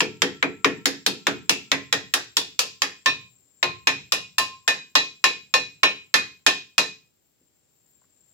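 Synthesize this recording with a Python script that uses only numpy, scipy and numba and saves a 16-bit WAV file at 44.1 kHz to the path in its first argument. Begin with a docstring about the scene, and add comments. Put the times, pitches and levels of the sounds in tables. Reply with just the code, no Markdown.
"""A hammer strikes a truck's wheel hub in quick blows, an arm's length from a phone on a garage floor.
Each blow cracks and clangs as shaped noise and rings hub and frame as beating damped sines.
Small knocks, short noise bursts, follow as the hammer is laid down.
A cricket trills on the left, noise through narrow resonances, over faint air of coloured noise.
The phone's gain control dips slightly on every blow; its slow gain drifts under cricket and air."""
import sys
import numpy as np
from scipy import signal
from scipy.fft import rfft, irfft
from scipy.io import wavfile
from scipy.ndimage import uniform_filter1d
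from numba import njit

SR = 44100
rng = np.random.default_rng(int(sys.argv[2]) if len(sys.argv) > 2 else 0)


def wav_record(signal):
    """Record a signal, one row per channel, as 16-bit PCM in the file named by sys.argv[1]."""
    frames = np.transpose(np.atleast_2d(signal))
    bounded = np.clip(frames, -1, 1)
    # unit amplitude maps onto the largest positive 16-bit level
    quanta = np.round(bounded * 32767).astype(np.int16)
    wavfile.write(sys.argv[1], SR, quanta)


def elevation(decibels):
    """Turn decibel levels (scalar or array-like) into linear amplitude ratios."""
    levels = np.asarray(decibels, float)
    return 10 ** (levels / 20)


N = 367353

# Hammer blows. Each row: start in seconds, level in dB, brightness in dB, pitch of the leading
# clank in Hz, gain of the long ring in dB.
BLOWS = [(0.005, -13.5, -13.5, 2450, -27), (0.219, -12.5, -11, 1751, -23.5),
         (0.426, -13.5, -25, 1815, -24.5), (0.645, -9, -20.5, 1850, -25.5), (0.856, -16, -4.5, 1778, -25.5),
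         (1.063, -15, -6.5, 4270, -25.5), (1.268, -11.5, -15.5, 1463, -22), (1.494, -13.5, -6, 2670, -29.5),
         (1.716, -12.5, -12.5, 1960, -14), (1.926, -12, -10, 1851, -19), (2.138, -15.5, -4, 1638, -25),
         (2.368, -15.5, -3.5, 3533, -22.5), (2.591, -17, -0.5, 2687, -14), (2.819, -15.5, -7, 1760, -16),
         (3.059, -11.5, -11, 3700, -10.5), (3.628, -11.5, -16.5, 4094, -3),
         (3.871, -10.5, -10.5, 2515, -21), (4.121, -15, -4, 2717, -14), (4.382, -15, -3.5, 2743, 5),
         (4.677, -12.5, -7, 1790, -18.5), (4.953, -9.5, -7.5, 3950, -21), (5.24, -10, -7.5, 2620, -18),
         (5.539, -10, -9.5, 4140, -19.5), (5.832, -7.5, -14.5, 2785, -19.5), (6.14, -9.5, -7, 1790, -19.5),
         (6.464, -8, -7, 2622, -20.5), (6.78, -10, -7, 3960, -20.5)]
# The struck spot wanders. Each row: time in seconds, place from 0 = bolted part to 1 = free rim,
# gain of the axle's deep sway in dB.
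STRUCK_SPOT = [(0, 0.003, -12), (1.1, 0.044, -15.5), (1.9, 0.24, -13), (2.82, .45, -20),
               (3.06, 1.01, -15.5), (3.63, .6, -8.5), (4.3, 0.94, -16), (4.68, 1.023, -22),
               (6.8, 0.84, -19.5)]
# Ringing modes of the hub. Each row: frequency in Hz, level in dB, t60 in seconds before BEND.
HUB_MODES = [(861, -16, .12), (1060, -7, .2), (1778, -4, .2), (1815, -12, .22), (1938, -14, .16),
             (2485, -6, .36), (2608, -11, .22), (2688, -15, .22), (2775, -10, .18), (3490, -13, .2),
             (3955, -9, .34), (4255, -15, .22), (5453, -14, .2)]
# The thin note that some blows leave singing: frequency in Hz, level in dB, t60 in seconds before BEND.
LONG_RING = (1052, -13, .46)
# Swinging modes of the frame. Each row: frequency in Hz, level in dB, t60 in seconds before BEND.
FRAME_MODES = [(145, -17, .5), (187, -8, .35), (275, 0, .32), (305, -5, .3), (359, -2, .32), (407, -3, .32),
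               (436, -4, .36), (490, -2, .22), (930, -29, .6), (1340, -27, 1.0)]
# Dense clang of axle, springs and garage. Each row: frequency in Hz, level in dB, t60 in seconds
# before BEND, left-right likeness from 0 to 1.
CLANG_BANDS = [(41.76, -36.5, 0.36, 0.6), (108, -14, 1, 0.8), (250, 1, 0.46, 0.1), (526, -5, 0.18, 0.7),
               (850, -9, 0.25, 1), (1250, -12.5, 0.24, 0), (2417, -10.5, 0.41, 0), (4110, 1, 0.38, 0),
               (6118, -0.5, 0.38, 0), (7780, -8, 0.24, .3), (12200, -11.5, 0.23, 0.5),
               (15400, -15.5, 0.11, .1)]
# Hub modes struck at the bolts, level in dB against the rim: under 1.4 kHz, to 2.2 kHz, to 3 kHz, above.
HELD_DB = [-21, -14.5, -15, -23.5]
# Small knocks as the hammer is laid down. Each row: start in seconds, level in dB, centre in Hz,
# t60 in seconds before BEND.
KNOCKS = [(7.412, -68, 300, 0.3), (8.018, -61, 900, 0.031), (8.038, -65, 1200, 0.05),
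          (8.136, -70.5, 7020, .02)]
# Cricket level on the left as the phone's slow gain sinks and recovers. Each row: time in seconds,
# level in dB.
CRICKET_GAIN = [(0, -59.5), (3.6, -61), (6.0, -64.5), (7.1, -73.5), (7.3, -73), (7.6, -69.5), (7.9, -64.5),
                (8.33, -61)]
# Resonances of the cricket's wing. Each row: frequency in Hz, width in Hz, level in dB.
WING = [(7030, 120, -14), (7200, 150, -15), (7440, 60, 0), (7590, 90, -3)]
# Colour of the air. Each row: frequency in Hz, relative density in dB per Hz.
AIR_COLOUR = [(30, -13.5), (60, -4), (110, 0), (200, -2.5), (380, -4.5), (1100, -15.5), (3800, -15.5),
              (7300, -15), (8700, -17.5), (11000, -25), (15200, -10), (16500, -24.5)]

HUB_DB, FRAME_DB, CLANG_DB, AIR_DB = -1.5, -3, -13, -69.5
BLOW_SAMPLES = 20000
BEND_DB_PER_S2 = 70  # steepens every fall
THUD_DB, THUD_LOSS_DB, THUD_GONE_PLACE = -10, -13, 0.31  # at the bolts; lost by this place
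THUD_RISE_S, THUD_RISE_HZ = 0.011, 300  # band rise holds at this frequency and goes with the period
CRACK_DB, CRACK_DB_PER_PLACE, CRACK_DB_PER_BRIGHT_DB = 9, -3.5, -.2  # over the clang
CRACK_RISE_S, CRACK_T60_S = 0.0013, 0.091
TICK_DB, TICK_DB_PER_PLACE, TICK_S, TICK_WIDTH_S = 6, -3, 0.0015, 0.0015  # over the crack
CLANK_DB, CLANK_DB_PER_BRIGHT_DB, CLANK_WIDTH_HZ, CLANK_T60_S = 0.5, .45, 140, 0.31
BODY_DB_PER_PLACE = 1.5  # 450 to 1200 Hz fills toward the rim
BRACKET_DB_PER_PLACE = -11.5  # frame modes above 800 Hz fade toward the rim
# blows brighter than about GLANCE_DB glance: treble offset above 7.7 kHz, square and glancing
GLANCE_DB, GLANCE_SPAN_DB, SQUARE_TREBLE_DB, GLANCING_TREBLE_DB = -7, 0.1, -5, 0
KNOCK_OCTAVES = 0.833  # spread of a knock's colour


def noise(like, count):
    """Left and right noise spectra, alike by a share that depends on frequency."""
    mid, side = rfft(rng.standard_normal((count, 2, len(like) * 2 - 2))).transpose(1, 0, 2)
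    like = np.clip(like, 0, 1)
    shared = np.sqrt(1 + like) * mid[:, None]
    opposed = np.sqrt(1 - like) * side[:, None] * [[1], [-1]]
    return (shared + opposed) / np.sqrt(2)


def fade(t, t60_s, rise_s):
    """A rounded rise, then a fall in dB that steepens as it goes."""
    rise = 1 - np.exp(-(t / rise_s) ** 2)
    return rise * elevation(-60 * t / t60_s - BEND_DB_PER_S2 * t ** 2)


def air():
    """Faint air: coloured noise, its bass partly shared by both ports; the treble is heard unsteady."""
    hz = np.fft.rfftfreq(N + 1, 1 / SR) + 1
    knots_hz, knots_db = np.transpose(AIR_COLOUR)
    colour = elevation(np.interp(np.log(hz), np.log(knots_hz), knots_db))
    spectra = noise(0.35 / (1 + (hz / 450) ** 2), count=1)[0] * colour
    low, treble = (irfft(spectra * part)[:, :N] for part in (hz < 11500, hz >= 11500))
    steps = np.repeat(rng.standard_normal((2, N // 1500 + 1)), repeats=1500, axis=1)
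    unsteady = uniform_filter1d(steps, size=900)[:, :N]
    # the treble is stronger on the left
    hiss = low + treble * elevation([[1.5], [-1.5]] + 3.2 * unsteady)
    return elevation(AIR_DB) * hiss / low.std()


def cricket():
    """Uneven wing strokes, 46 a second, ring narrow resonances, mostly into the left port."""
    t, hz = np.arange(N) / SR, np.fft.rfftfreq(N, 1 / SR)
    wing = sum(elevation(db) / np.sqrt(1 + (2 * (hz - f) / width) ** 4) for f, width, db in WING)
    wobble = uniform_filter1d(rng.standard_normal(N), size=2000) * 45
    strokes = 1.8 + np.cos(np.pi * 46 * t + 0.78 * wobble) ** 2
    song = strokes * irfft(rfft(rng.standard_normal(N)) * wing, N)
    gain = elevation(np.interp(t, *np.transpose(CRICKET_GAIN)))
    return song / song.std() * gain * elevation([[0], [-17]])


def knocks():
    """Soft wooden taps on concrete: short noise bursts, each coloured around its centre."""
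    out, t = np.zeros(N + BLOW_SAMPLES), np.arange(BLOW_SAMPLES) / SR
    hz = np.fft.rfftfreq(BLOW_SAMPLES, 1 / SR) + 1
    grits = rng.standard_normal((len(KNOCKS), BLOW_SAMPLES))
    for (start_s, db, centre_hz, t60_s), grit in zip(KNOCKS, grits):
        tap = irfft(rfft(grit) * np.exp(-(np.log2(hz / centre_hz) / KNOCK_OCTAVES) ** 2))
        start = int(start_s * SR)
        out[start:start + BLOW_SAMPLES] += elevation(db) * fade(t, t60_s, 0.00077) * tap / tap.std()
    return out[:N]


def modes(table, gain_db, rise_s, scatter_db, spread_rad, beat_hz):
    """Damped sines, each a close trio that beats; size and phase vary with blow, ear and sine."""
    hz, db, t60_s = np.tile(np.transpose(table), reps=3)[:, :, None]
    hz = hz + beat_hz * np.repeat([0, 1, -1.6], len(table))[:, None]
    t = np.arange(BLOW_SAMPLES) / SR
    chance = rng.standard_normal((len(BLOWS), 2, 2, len(hz)))
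    trio_db = np.repeat([0, -4, -10], len(table))
    size = elevation(np.tile(gain_db, reps=3)[:, None] + db.T + trio_db + scatter_db * chance[:, 0])
    phase = 3 * chance[:, :1, 1] + spread_rad * chance[:, 1]
    sines = fade(t, t60_s, rise_s) * np.exp(2j * np.pi * hz * t)
    return ((size * np.exp(1j * phase)) @ sines).imag


def clank(spectra, hz, t, bright_db, clank_hz):
    """One rough resonance leads each clang: noise through a peak, louder in bright blows."""
    peak = 1 / (1 + ((hz - clank_hz[:, None, None]) / CLANK_WIDTH_HZ) ** 2)
    gain = elevation(CLANK_DB + CLANK_DB_PER_BRIGHT_DB * bright_db)[:, None, None]
    return gain * irfft(spectra * peak) / np.sqrt(np.mean(peak[0] ** 2)) * fade(t, CLANK_T60_S, 0.0004)


def snap(t, place):
    """A crack rises within about a millisecond, with a short tick on top of its start."""
    tick = np.exp(-((t - TICK_S) / TICK_WIDTH_S) ** 2)
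    tick_gain = elevation(TICK_DB + TICK_DB_PER_PLACE * place)[:, None, None]
    return fade(t, CRACK_T60_S, CRACK_RISE_S) + tick_gain * tick


def clang(deep_db, thud_db, bright_db, treble_db, crack_db, clank_hz, place):
    """Modes too dense to count, as noise by half octaves: tick and crack on a longer tail, the bass late."""
    t, hz = np.arange(BLOW_SAMPLES) / SR, np.fft.rfftfreq(BLOW_SAMPLES, 1 / SR) + 1
    knots_hz, db, t60_s, like = np.transpose(CLANG_BANDS)
    spectra = noise(np.interp(np.log(hz), np.log(knots_hz), like), count=len(BLOWS))
    # every blow has its own lumps in the spectrum
    lumps = uniform_filter1d(rng.standard_normal((len(BLOWS), 1, len(hz))), size=80) * 9
    spectra = spectra * elevation(2.2 * lumps)
    out = clank(spectra, hz, t, bright_db, clank_hz)

    region = np.searchsorted([170, 450, 1200, 7700], hz)
    body_db = BODY_DB_PER_PLACE * (place - 1)
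    regions_db = np.transpose([deep_db, thud_db, body_db, 0 * thud_db, treble_db])
    colour_db = uniform_filter1d(regions_db[:, None, region], size=40)
    # brightness grows over an octave
    colour_db = colour_db + bright_db[:, None, None] * np.clip(np.log2(hz / 2300), 0, 1)
    spectra = spectra * elevation(colour_db)
    crack = elevation(crack_db)[:, None, None] * snap(t, place)
    for centre_hz in 33 * 2 ** np.arange(0, 9.1, .5):
        band_db, band_t60_s = (np.interp(np.log(centre_hz), np.log(knots_hz), c) for c in (db, t60_s))
        shape = np.cos(np.pi * np.clip(np.log2(hz / centre_hz), -.5, .5))
        band = irfft(spectra * shape) / np.sqrt(np.mean(shape ** 2))
        if centre_hz < 800:  # the frame takes a moment to swing
            swing = fade(t, band_t60_s, THUD_RISE_S * THUD_RISE_HZ / centre_hz)
        else:
            swing = fade(t, band_t60_s, 0.0011) + crack
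        out = out + elevation(band_db) * band * swing
    return out


def hub(place, long_db):
    """The hub's modes ring freely at the rim and are held at the bolts; a long note may sing on."""
    family = np.searchsorted([1400, 2200, 3000], np.array(HUB_MODES)[:, 0])
    held_db = np.outer(1 - place, HELD_DB)[:, family]
    gain_db = HUB_DB + np.column_stack([held_db, long_db])
    table = np.vstack([HUB_MODES, LONG_RING])
    return modes(table, gain_db, 0.0012, scatter_db=0.8, spread_rad=1.55, beat_hz=7.)


def frame(place, thud_db):
    """The frame's modes swing up slowly in a thud; its thin modes fade toward the rim."""
    thin = np.array(FRAME_MODES)[:, 0] > 800
    gain_db = FRAME_DB + thud_db[:, None] + np.outer(BRACKET_DB_PER_PLACE * place, thin)
    return modes(FRAME_MODES, gain_db, THUD_RISE_S, scatter_db=4.5, spread_rad=0.13, beat_hz=9.5)


def hammer():
    """Every blow sets off clang, hub and frame; the right port hears it a moment sooner."""
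    start_s, level_db, bright_db, clank_hz, long_db = np.transpose(BLOWS)
    spot_s, spot_place, spot_deep_db = np.transpose(STRUCK_SPOT)
    place = np.interp(start_s, spot_s, spot_place)
    deep_db = np.interp(start_s, spot_s, spot_deep_db)
    thud_db = THUD_DB + THUD_LOSS_DB * np.clip(place / THUD_GONE_PLACE, 0, 1)
    crack_db = CRACK_DB + CRACK_DB_PER_PLACE * place + CRACK_DB_PER_BRIGHT_DB * bright_db
    glance = 1 / (1 + 2 * np.exp((GLANCE_DB - bright_db) / GLANCE_SPAN_DB))
    treble_db = SQUARE_TREBLE_DB + (GLANCING_TREBLE_DB - SQUARE_TREBLE_DB) * glance
    blows = elevation(CLANG_DB) * clang(deep_db, thud_db, bright_db, treble_db, crack_db, clank_hz, place)
    blows = blows + hub(place, long_db) + frame(place, thud_db)
    out = np.zeros((2, N + BLOW_SAMPLES))
    for start, db, blow in zip((start_s * SR).astype(int), level_db, blows):
        out[:, start:start + BLOW_SAMPLES] += elevation(db) * blow
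    return np.array([np.roll(out[0], shift=4), out[1]])[:, :N]


def scene():
    """Hammer and knocks close by; the air drifts a little with the phone's slow gain, as the cricket does."""
    time_s, db = np.transpose(CRICKET_GAIN)
    slow_gain_db = 0.21 * (np.interp(np.arange(N) / SR, time_s, db) - db[-1])
    return hammer() + knocks() + cricket() + air() * elevation(slow_gain_db)


@njit
def follow(x, release):
    """Peak level that jumps up at once and sinks slowly."""
    out, level = np.empty(len(x)), 0.
    for i in range(len(x)):
        level = max(x[i], level * release)
        out[i] = level
    return out


def gain_control(x, floor_db, unity_db, squeeze, ahead_s, release_db_s):
    """Looks ahead; gain falls by a share of the level above the floor and recovers as the blow fades."""
    ahead = int(ahead_s * SR)
    level = follow(np.abs(x).max(0), float(elevation(-release_db_s / SR)))
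    level = np.append(level[ahead:], np.zeros(ahead))
    over_db = np.maximum(20 * np.log10(level + 1e-9), floor_db) - unity_db
    return x * elevation(uniform_filter1d(-squeeze * over_db, size=150))


def top_cut(x):
    """Nothing passes above the cut-off."""
    return signal.sosfilt(signal.butter(12, 16810, fs=SR, output="sos"), x)


def record(dry):
    """Gain control, rounded peaks, a cut bottom and top."""
    x = gain_control(dry, floor_db=-47, unity_db=-28.5, squeeze=0.024, ahead_s=0.027, release_db_s=238)
    x = .9 * np.tanh(x / .9)
    x = signal.sosfilt(signal.butter(2, 45, "high", fs=SR, output="sos"), x)
    x = signal.sosfilt(signal.ellip(8, .2, 70, 16600, fs=SR, output="sos"), x)
    return top_cut(x)


dry = scene()
out = record(dry)
wav_record(out)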